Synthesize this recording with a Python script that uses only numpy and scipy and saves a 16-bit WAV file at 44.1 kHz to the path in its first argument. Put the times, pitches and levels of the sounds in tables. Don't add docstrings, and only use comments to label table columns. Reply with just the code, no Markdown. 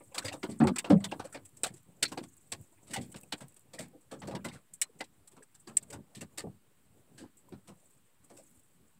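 import sys
import numpy as np
from scipy import signal
from scipy.fft import rfft, irfft
from scipy.io import wavfile
from scipy.ndimage import uniform_filter1d

SR = 44100
rng = np.random.default_rng(int(sys.argv[2]) if len(sys.argv) > 2 else 0)


def to_linear_factor(level_db):
    exponent = np.asarray(level_db, float) / 20
    return 10 ** exponent


def dump(signal):
    limited = np.clip(np.atleast_2d(signal).T, -1, 1)
    pcm = np.round(limited * 32767).astype(np.int16)
    wavfile.write(sys.argv[1], SR, pcm)


N = 396459

# frequency [Hz], gain [dB]
PORT_RESPONSE = [(30, -13), (90, -0.5), (5500, -7), (6600, -4), (7400, 5), (8100, 10.5), (8900, 5),
                 (10000, 0.5), (12000, -4), (15600, -4.5), (16000, -25.5)]


def read(points, hz):
    f, value = np.transpose(points)
    return np.interp(np.log(hz + 1), np.log(f + 1), value)


def evened(x):
    return x / np.sqrt(np.mean(x ** 2) + 1e-20)


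def add(mix, start_s, sound):
    part = mix[round(start_s * SR):][:len(sound)]
    part += sound[:len(part)]


def struck(source, events):
    layer = np.zeros(N)
    for start_s, *settings in events:
        add(layer, start_s, source(*settings))
    return layer


def blow(t, rise_ms, t60_ms, bend):
    rise_s = max(rise_ms, 0.2) / 1000
    after_s = np.maximum(t - rise_s, 0)
    third_s = abs(t60_ms) / 3000
    return np.minimum(t / rise_s, 1) ** 1.1 * to_linear_factor(-20 * (after_s / third_s) ** bend)


def ringing(t, hz, share_db, fade_db):
    detune, luck, turn = rng.standard_normal((3, len(hz), 1))
    share = to_linear_factor(share_db + 3 * luck)
    phase = 0.22 * turn
    waves = np.sin(2 * np.pi * (hz * (1 + 0.02 * detune) * t + phase))
    return (share * to_linear_factor(-fade_db * t) * waves).sum(0) / np.sqrt((share ** 2).sum() / 2)


def wash(colour, patchy_db, flicker_db, size):
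    frames, hz = 4 * N // size + 5, np.fft.rfftfreq(size, 1 / SR)
    a, b, patches = rng.standard_normal((frames, len(hz), 3)).T
    patches = evened(uniform_filter1d(uniform_filter1d(patches, 10, 0), 12, 1))
    flicker = evened(uniform_filter1d(rng.standard_normal(frames), 8))
    level_db = read(colour, hz)[:, None] + patchy_db * patches + flicker_db * flicker
    z = (a + 1j * b) * to_linear_factor(level_db)
    return evened(signal.istft(z, nperseg=size, noverlap=3 * size // 4)[1][:N])


def hiss():
    # frequency [Hz], level [dB]
    residue = [(400, -23), (900, 0.5), (3000, -1.5), (6000, -9), (8000, -15), (16000, -5)]
    return to_linear_factor(-69.5) * wash(residue, patchy_db=0.7, flicker_db=0.3, size=512)


def rain():
    # start_s [s], level_db [dB]
    gusts = [(0, -64.5), (0.4, -65.5), (1.45, -69), (1.9, -75), (2.349, -65), (2.75, -68.5), (3.1, -60),
             (3.5, -80), (5.199, -83), (6.05, -79.5), (6.6, -122.5), (7.9, -67.5), (8.151, -83),
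             (8.5, -63.5), (8.751, -76), (8.99, -82)]
    # frequency [Hz], level [dB]
    patter_colour = [(1500, -15.5), (4000, -13), (7000, 4.5), (16000, -6.5)]
    drops_per_s = 120
    hit = rng.random(N + 2) < drops_per_s / SR
    drops = hit * to_linear_factor(13.5 + 3.0 * np.minimum(rng.exponential(1, N + 2), 3))
    patter = wash(patter_colour, patchy_db=4.5, flicker_db=3.5, size=256) + np.diff(drops, 2)
    start_s, level_db = np.transpose(gusts)
    return to_linear_factor(np.interp(np.arange(N) / SR, start_s, level_db) - 6.5) * patter


def drumming():
    # frequency [Hz], level [dB]
    body_colour = [(20, -17.5), (60, -4.5), (115, 0.5), (220, -2), (500, -8.5), (1000, -17.5), (2000, -33)]
    rest_db, db_per_blow, memory_s = -69.5, 5, 0.058
    t = np.arange(N) / SR
    coarse = t[::64]
    crowd = sum(np.exp(-((coarse - row[0]) / memory_s) ** 2 / 2) for row in thuds())
    level_db = np.interp(t, coarse, rest_db + db_per_blow * crowd)
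    return to_linear_factor(level_db) * wash(body_colour, patchy_db=3.3, flicker_db=2.4, size=1024)


def rustle(db, hz, octaves=0.25, rise_ms=7, t60_ms=70):
    t, f = np.arange(8192) / SR, np.fft.rfftfreq(8192, 1 / SR)
    grit = to_linear_factor(3.5 * np.minimum(rng.exponential(1, 8192), 4)) * rng.standard_normal(8192)
    band = np.exp(-(np.log2((f + 1) / hz) / octaves) ** 2 / 2)
    puff = irfft(rfft(grit) * band)
    slow = 1 + 250 / hz
    return to_linear_factor(db) * evened(puff) * blow(t, rise_ms * slow, t60_ms * slow, 1.7)


def rustles():
    # start_s [s], level_db [dB], pitch_hz [Hz]
    rough_puffs = [(0.0, -62.5, 2160), (0.113, -61, 2500), (0.113, -60, 900), (0.233, -44, 101),
                   (0.305, -45, 756), (0.51, -52, 4300), (0.63, -40, 2140), (0.61, -41, 850), (0.68, -35, 517),
                   (0.729, -56, 1300), (0.778, -53, 390), (0.815, -59.5, 900), (0.903, -34, 660),
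                   (0.925, -35, 398), (0.962, -58, 2160), (0.97, -47, 620), (1.084, -55, 3040),
                   (1.195, -44, 770), (1.247, -62, 8300), (1.322, -51, 1530), (1.391, -58, 100),
                   (2.027, -35.5, 1500), (2.512, -56.5, 100), (2.72, -64.5, 796), (2.751, -63.5, 280),
                   (2.754, -65.5, 100.4), (2.77, -66.5, 2200), (2.948, -57, 390), (4.105, -56, 1500),
                   (4.167, -54, 140), (4.186, -66, 6040), (4.308, -43.5, 770), (4.385, -60, 1400),
                   (4.402, -65, 2504), (4.55, -54.5, 1492), (4.847, -59.5, 1090), (5.372, -64, 2600),
                   (5.4, -58, 450), (5.807, -65.5, 4290), (5.879, -75, 8520), (5.917, -51, 100),
                   (7.175, -56, 280), (7.23, -56, 890), (7.499, -58, 390), (7.76, -68, 550), (8.297, -59, 800),
                   (8.384, -54.5, 560), (8.5, -65, 201), (8.736, -67, 200), (8.95, -68.5, 200)]
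    return struck(rustle, rough_puffs)


def splinter(db):
    return rustle(db, 8000, rise_ms=1, t60_ms=58)


def splinters():
    # start_s [s], level_db [dB]
    skips = [
        (0.5095, -57),
        (0.588, -57),
        (0.637, -55),
        (1.005, -64),
        (4.2, -63),
        (7.853, -69),
    ]
    return struck(splinter, skips)


def tick(db):
    spray = to_linear_factor(-11.5 - 60 * np.arange(1500) / SR / 0.025) * rng.standard_normal(1500)
    return to_linear_factor(db - 2.0) * np.diff(np.r_[0, 1, spray])


def ticks():
    # start_s [s], peak_db [dB]
    hard_drops = [(0.3672, -50), (1.4913, -46), (1.6337, -29), (1.8308, -48.5), (0.4448, -38.5),
                  (2.2853, -50), (2.2988, -54), (2.3676, -44), (2.375, -56), (2.6128, -44), (0.8665, -49.5),
                  (3.2033, -46), (3.2114, -37), (3.234, -38), (3.4829, -40.5), (3.5228, -48),
                  (3.5437, -44.5), (3.5943, -45), (3.883, -46), (0.8975, -38), (7.3702, -46),
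                  (7.4076, -55.5), (7.4916, -47.5), (7.9082, -50.5), (8.246, -56.5), (8.4356, -53.5),
                  (8.488, -57.5), (8.5132, -49.5), (8.562, -56), (8.595, -49)]
    return struck(tick, hard_drops)


def ping(db, hz, rise_ms=1.6, t60_ms=70, spread=0.032):
    t = np.arange(5000) / SR
    detune, turn = rng.standard_normal((2, 3, 1))
    bunch = np.sin(2 * np.pi * (hz * (1 + spread * detune) * t + turn)).sum(0)
    return to_linear_factor(db) * bunch * blow(t, rise_ms, t60_ms, 1.45)


def pings():
    # start_s [s], level_db [dB], pitch_hz [Hz]
    singing = [(0.184, -40, 4000), (0.256, -37.5, 4900), (1.043, -35.5, 3610), (1.633, -41.5, 2440),
               (2.0524, -29.5, 4130), (2.941, -34.5, 2960), (4.355, -45, 2860), (4.4488, -36, 2050),
               (4.824, -36, 4100), (5.0073, -39, 2036), (6.39, -42.5, 4400), (6.96, -64.5, 483),
               (7.485, -62.5, 975)]
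    return struck(ping, singing)


def boom(db, hz, rise_ms, t60_ms, bend=2.4, sag=0.26, rough=0.3):
    t = np.arange(6000) / SR
    span = int(5 * SR / hz)
    window = np.hanning(span + span // 2)[None]
    a, b = signal.fftconvolve(rng.standard_normal((2, 6000)), window, "same")
    waver = 1 + rough * min(hz / 400, 1.5) * (evened(a) + 1j * evened(b))
    ring = waver * np.exp(2j * np.pi * (hz * t * (1 - sag * t) + rng.random()))
    return to_linear_factor(db) * ring.real * blow(t, rise_ms, t60_ms, bend)


def knock(db, hz, rise_ms=5.0, t60_ms=50):
    return boom(db - 2.5, hz, rise_ms, t60_ms * (1000 / hz) ** 0.3, bend=1.6, rough=0.55)


def knocks():
    # start_s [s], level_db [dB], pitch_hz [Hz]
    small_panels = [(0.114, -55, 556), (0.18, -25.5, 4414), (0.177, -43, 2590), (0.177, -37, 2393),
                    (0.219, -42, 1520), (0.248, -35.5, 532), (0.282, -39.5, 575), (0.32, -36, 2750),
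                    (0.322, -43, 1790), (0.427, -36, 2026), (0.494, -39, 344), (0.607, -38.5, 2550),
                    (0.609, -28, 1719), (0.674, -31.5, 2260), (0.754, -36, 337), (0.756, -50, 4300),
                    (0.779, -30, 2490), (0.843, -34.5, 2854), (1.004, -53, 2040), (1.037, -39, 2970),
                    (1.039, -42, 430), (1.117, -34, 2760), (1.117, -31.5, 840), (1.247, -38.5, 559),
                    (1.343, -43, 1816), (1.367, -49, 4160), (1.655, -35, 742), (1.737, -47.5, 340),
                    (2.024, -28, 1910), (2.027, -25.5, 4090), (2.171, -33.5, 765), (2.182, -33.5, 344),
                    (2.524, -46.5, 3930), (2.715, -60, 344), (2.786, -66, 898), (2.958, -31, 800),
                    (3.009, -55, 2270), (3.141, -49, 344), (3.23, -55, 2605), (3.319, -47, 5140),
                    (3.323, -38.5, 857), (3.323, -34, 3020), (3.519, -64, 2583), (3.782, -39.5, 1900),
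                    (3.791, -38, 644), (4.224, -46, 2010), (4.364, -37, 343), (4.511, -45, 2180),
                    (4.821, -37, 3970), (4.89, -55, 452), (5.002, -38, 2046), (5.329, -56.5, 387),
                    (5.421, -52.5, 1660), (5.67, -45, 4690), (5.67, -47, 344), (5.899, -46, 430),
                    (5.933, -49.5, 918), (6.439, -37, 427), (7.183, -53, 5383), (7.52, -44, 344)]
    return struck(knock, small_panels)


def thud(db, rise_ms, t60_ms, centre_hz, upper_db):
    roof_modes = [71.8, 101, 127, 142, 174, 200.3, 231, 262, 294.5, 324, 367, 396.7]
    door_modes = [456.6, 519, 560.5, 562.8, 639, 688, 765, 824, 924, 1176]
    t = np.arange(min(15000, round((rise_ms + t60_ms) * SR / 1000))) / SR
    low, high = np.array(roof_modes)[:, None], np.array(door_modes)[:, None]
    heavy_db = max(db + 22.5, 0)
    share_db = -(13.5 + 0.41 * heavy_db) * abs(np.log2(low / centre_hz)) ** 0.61
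    fade_db = (129.0 + 15 * heavy_db) * (low / centre_hz - 1).clip(-0.1)
    roof = ringing(t - rise_ms / 1400, low, share_db, fade_db)
    doors = ringing(t, high, -5.0 * np.log2(high / 450), 0.38 * high)
    late = np.maximum(t - t60_ms / 4300, 0)
    shut_db = heavy_db * (0.7 * np.minimum(late / 0.008, 1) + 16 * late)
    return to_linear_factor(db - shut_db) * (roof + to_linear_factor(upper_db) * doors) * blow(t, rise_ms, t60_ms, 0.86)


def thuds():
    # start_s [s], level_db [dB], rise_ms [ms], t60_ms [ms], centre_hz of the low modes [Hz]
    mid_roof = [(0.43, -31, 15.6, 95, 365), (0.484, -34.5, 14.8, 310, 236), (0.6015, -27, 11.2, 400, 242),
                (0.902, -20, 10.2, 430, 202), (1.066, -42, 1.06, 160, 175), (1.1598, -40.5, 2.8, 69, 261.6),
                (1.701, -46.5, 9.3, 250, 158), (1.865, -55.5, 39, 190, 165), (2.211, -42.5, 4.8, 230, 262),
                (2.5753, -46, 41, 66, 118), (3.027, -45.5, 8, 160, 216), (3.087, -51, 11, 62, 197),
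                (3.4362, -47.5, 3.5, 130, 142), (5.9787, -43, 13.8, 150, 226),
                (6.1543, -45.5, 24, 170, 201), (6.47, -35, 0.83, 130, 152), (7.097, -55.5, 31, 180, 186.3),
                (7.517, -40, 28, 115, 192)]
    roof_edge = [(2.0195, -40.5, 11.3, 240, 300), (2.114, -43, 7.5, 220, 336), (2.887, -42, 53, 38, 220),
                 (2.9623, -34, 27.7, 255, 231), (3.143, -43, 25.4, 82, 181), (3.23, -56.5, 4.6, 140, 230),
                 (3.3226, -38, 18.4, 63, 264), (3.411, -43, 11.3, 45, 159.5), (3.7898, -42, 18.5, 300, 215),
                 (4.216, -42.5, 32.6, 1200, 187), (4.338, -35, 0.76, 370, 200),
                 (4.4446, -35.5, 19.3, 156, 258.3), (4.52, -47, 42, 95, 158), (5.365, -53, 13.5, 140, 262),
                 (5.671, -47, 29, 270, 239), (5.8149, -57, 9.8, 740, 194), (6.207, -41.5, 24, 100, 232),
                 (6.4368, -38.5, 7.8, 254, 223), (7.1864, -44, 57, 123, 300), (7.678, -46, 29, 150, 182)]
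    # start_s [s], level_db [dB], rise_ms [ms], t60_ms [ms]
    sides = [(0.0063, -56, 2.6, 210), (0.146, -48, 45, 310), (0.2383, -45, 12.7, 480),
             (0.333, -43.5, 9.7, 220), (0.8413, -46, 5.5, 800), (1.117, -37.5, 9.6, 114),
             (1.195, -41, 6.8, 35), (1.232, -51, 26, 130), (1.3413, -45, 9.7, 260),
             (1.6315, -45.5, 4.9, 100), (1.6644, -47, 3.3, 87), (2.167, -40.5, 18, 92),
             (2.5161, -48, 12, 200), (3.7337, -53, 9.9, 310), (3.9207, -54, 41, 160),
             (4.117, -44, 10.8, 380), (4.2761, -40, 8.9, 410), (4.804, -68.5, 17, 430),
             (5.0039, -43.5, 7.4, 105), (5.902, -45.5, 65, 81), (6.3747, -50.5, 12.3, 300),
             (6.955, -72.5, 17, 210), (8.297, -57, 18.4, 390), (8.378, -62.5, 13.4, 570)]
    blows = [(s, db, *rest, -0.5 + 0.2 * db) for s, db, *rest in mid_roof]
    blows += [(*row, -0.5) for row in roof_edge]
    blows += [(*row, 300, 7.5) for row in sides]
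    return sorted(blows)


def booms():
    # start_s [s], level_db [dB], pitch_hz [Hz], rise_ms [ms], t60_ms [ms]
    woken = [(0.601, -16, 232, 5.5, 210), (0.618, -16.5, 292, 5.1, 77), (0.606, -22.5, 147.6, 5.8, 220),
             (0.607, -26, 745, 8.9, 120), (0.596, -33, 565, 44, 150), (0.638, -25.5, 372, 11, 250),
             (0.655, -25.5, 196.5, 16, 240), (0.672, -32, 860, 6.5, 26), (0.7, -25.5, 250, 18, 150),
             (0.64, -30, 845, 8.7, 50), (0.62, -33, 92, 30, 200), (0.898, -10.5, 292, 11, 85),
             (0.91, -16.5, 178, 17, 330), (0.915, -16.5, 218, 12, 130), (0.903, -17.5, 510, 12, 70),
             (0.905, -23.5, 570, 14, 190), (0.898, -28, 730, 7.2, 77), (0.898, -35, 870, 7, 42),
             (0.93, -31, 440, 10, 100), (0.878, -38.5, 380, 12, 40), (1, -40, 630, 10, 150)]
    # start_s [s], drop_db [dB]
    clamps = [
        (0.721, 9.7),
        (0.977, 14),
    ]
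    clamp_s, held_s = 0.0034, 0.12
    t = np.arange(N) / SR
    drop_db = sum(db * np.clip((t - s) / clamp_s, 0, 1) * (t < s + held_s) for s, db in clamps)
    return struck(boom, woken) * to_linear_factor(-drop_db)


def snap(db, hz=8050, rise_ms=0.55, t60_ms=3.6):
    t = np.arange(600) / SR
    return to_linear_factor(db - 17) * np.sin(2 * np.pi * hz * t) * blow(t, rise_ms, t60_ms, 1.0)


def snaps():
    # start_s [s], level_db [dB]
    near_chips = [
        (0.7601, -19),
        (0.7843, -12),
        (1.6336, -5),
        (2.5192, -17),
        (4.8148, -5),
        (5.77, 1.5),
        (5.7735, -2),
    ]
    return struck(snap, near_chips)


def crack(db, rise_ms, t60_ms, knock_db, ice_db, size=12288):
    t, hz = np.arange(size) / SR, np.fft.rfftfreq(size, 1 / SR)
    colour = [(120, knock_db - 44), (400, knock_db - 9.0), (800, knock_db + 1.5), (1400, knock_db + 1.5),
              (1900, 0.00012), (4500, 0.013), (6000, ice_db / 2 - 4), (7500, ice_db - 9.5),
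              (16000, ice_db - 19.0)]
    bumps = np.interp(np.log(hz + 1), np.linspace(5.5, 9.8, num=44), rng.standard_normal(44))
    spot_db = 3.6 * bumps / (1 + (hz / 6000) ** 2)
    shape = to_linear_factor(read(colour, hz) + spot_db)
    heard = np.sqrt(np.mean((shape * to_linear_factor(read(PORT_RESPONSE, hz)) * (hz > 1500)) ** 2))
    clumps = to_linear_factor(2.4 * evened(uniform_filter1d(rng.standard_normal(size), 40)))
    echoes = rfft(evened(clumps * rng.standard_normal(size))) * shape / heard
    low, top = 1 / (1 + (hz / 1300) ** 4), 1 / (1 + (5500 / (hz + 1)) ** 4)
    hold_bend = 1.4
    woody = irfft(echoes * low) * blow(t, rise_ms, 1.54 * t60_ms, 2.6)
    body = irfft(echoes * (1 - low - top)) * blow(t, rise_ms, t60_ms, hold_bend)
    fizz = irfft(echoes * top) * blow(t, rise_ms, 0.8 * t60_ms, hold_bend)
    return to_linear_factor(db - 1.0) * (body + woody + fizz)


def cracks():
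    # start_s [s], level_db [dB], t60_ms [ms], splinter_db against the body [dB]
    chips = [(1.3229, -49.5, 110, 13), (1.4491, -49.5, 76, 18), (1.565, -51.5, 67, 14),
             (1.735, -53, 68, 11), (1.7565, -58, 160, 11), (2.61, -71, 240, 16), (3.1156, -49.5, 65, 15),
             (3.374, -56, 83, 11), (3.4847, -63, 110, 19), (3.5616, -54.5, 59, 11.5),
             (3.597, -67.5, 148, 17), (4.002, -66.5, 170, 18), (4.7333, -43, 79, 24.5),
             (4.8149, -21, 70, 7.5), (4.987, -53.5, 65, 11), (5.2718, -51, 63, 15.5),
             (5.3109, -59.5, 91, 10.5), (5.422, -56.5, 78, 14), (5.543, -56, 92, 11.5),
             (5.592, -59.5, 115, 28), (5.603, -70.5, 65, 16), (5.768, -27, 64, 13.5),
             (5.825, -48, 45, 12.5), (5.9, -45, 65, 8.5), (7.3675, -63, 210, 35), (8.236, -62, 115, 18),
             (8.3647, -55, 180, 11)]
    # start_s [s], level_db [dB], t60_ms [ms], knock_db against the body [dB]
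    sharp = [(0.1783, -30.5, 71, -6.5), (0.758, -37, 57, 1), (0.783, -28, 61, -13.5),
             (1.0398, -33.5, 71, -4), (1.6336, -26, 71, -7), (1.6601, -40, 105, -11),
             (2.025, -20, 60, -11.5), (2.077, -49, 107, -14), (2.117, -43, 81, 3), (2.519, -33.5, 84, -9.5),
             (2.8674, -59.5, 350, -3.5), (3.0094, -51.5, 185, -12), (3.1573, -47, 96, -8),
             (3.404, -50, 130, -1), (3.7318, -48, 125, -4.5), (3.787, -41, 81, -7.5), (4.111, -49, 150, 1),
             (4.2704, -47, 107, -3), (4.4429, -40.5, 127, 2), (5.0373, -54.5, 71, -16.5),
             (5.671, -51, 146, 2)]
    dull = [(0.2797, -37, 81, -17), (0.4285, -40, 101, 0.5), (0.6005, -46.5, 187, 14.5),
            (0.6697, -33, 88, 2.5), (0.8422, -45.5, 133, 3.5), (0.9, -37.5, 113, 4.5),
            (1.0017, -62.5, 140, 7), (1.1125, -44.5, 102, 0), (1.1944, -46, 103, 2),
            (1.343, -44.5, 120, -0.5), (2.051, -36, 53, -31), (2.1737, -42, 94, -7.5),
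            (2.959, -37.5, 104, -12), (3.142, -48, 38, 2.5), (3.3218, -31.5, 75, -10),
            (4.217, -51.5, 120, 4), (4.2495, -60, 63, 1), (4.309, -51, 113, -1), (4.349, -42.5, 79, 0),
            (4.4825, -46, 79, -10), (5.005, -37, 64, -3.5), (7.521, -60.5, 120, 6)]
    # start_s [s], level_db [dB], rise_ms [ms], t60_ms [ms], knock_db [dB]
    slush = [(0.1427, -40, 5.2, 116, 2), (0.2187, -51, 8.9, 98, -1), (0.2427, -38, 9.3, 140, -5.5),
             (0.319, -45.5, 12.4, 108, 0), (0.486, -52.5, 14, 200, -2), (1.238, -51.5, 11, 133, 2),
             (2.225, -52, 14, 65, 1), (2.9, -48.5, 15, 94, -9), (2.9322, -34.5, 6.4, 105, -6.5),
             (3.803, -47, 3.6, 190, -7.5), (4.512, -54.5, 24, 183, 0), (5.363, -62.5, 5, 94, 12.5),
             (5.9242, -44.5, 6.5, 112, 2.5), (6.1478, -49, 3.5, 176, -13.5), (6.2075, -42.5, 3.7, 100, -8),
             (6.374, -35.5, 7, 122, -9.5), (7.175, -53, 6.9, 253, -2.5), (7.6719, -54, 6.3, 145, 1.5),
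             (8.2954, -60, 5.5, 140, 2)]
    stones = [(s, db, 6 * (db / -50) ** 2, t60, -32.5 - 0.55 * db, ice) for s, db, t60, ice in chips]
    stones += [(s, db, 4.7, t60, knock_db, 0.66) for s, db, t60, knock_db in sharp]
    stones += [(s, db, 3, t60, knock_db, -8 - max(knock_db, 0) / 2) for s, db, t60, knock_db in dull]
    stones += [(*row, 1.8) for row in slush]
    return struck(crack, sorted(stones))


def scene():
    storm = hiss() + rain() + drumming()
    light = rustles() + splinters() + ticks() + pings() + knocks()
    heavy = struck(thud, thuds()) + booms()
    ice = snaps() + cracks()
    return (storm + light + heavy + ice)[None]


def band_limit(x):
    return signal.sosfilt(signal.butter(12, 16530, fs=SR, output="sos"), x)


def record(dry):
    log_gain = np.log(to_linear_factor(read(PORT_RESPONSE, abs(np.fft.fftfreq(8192, 1 / SR)))))
    port = np.fft.ifft(np.exp(np.conj(signal.hilbert(log_gain)))).real[:4096]
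    offset = -0.0004
    mix = signal.oaconvolve(dry, port[None])[:, :N] + offset
    return band_limit(mix)


dry = scene()
out = record(dry)
dump(out)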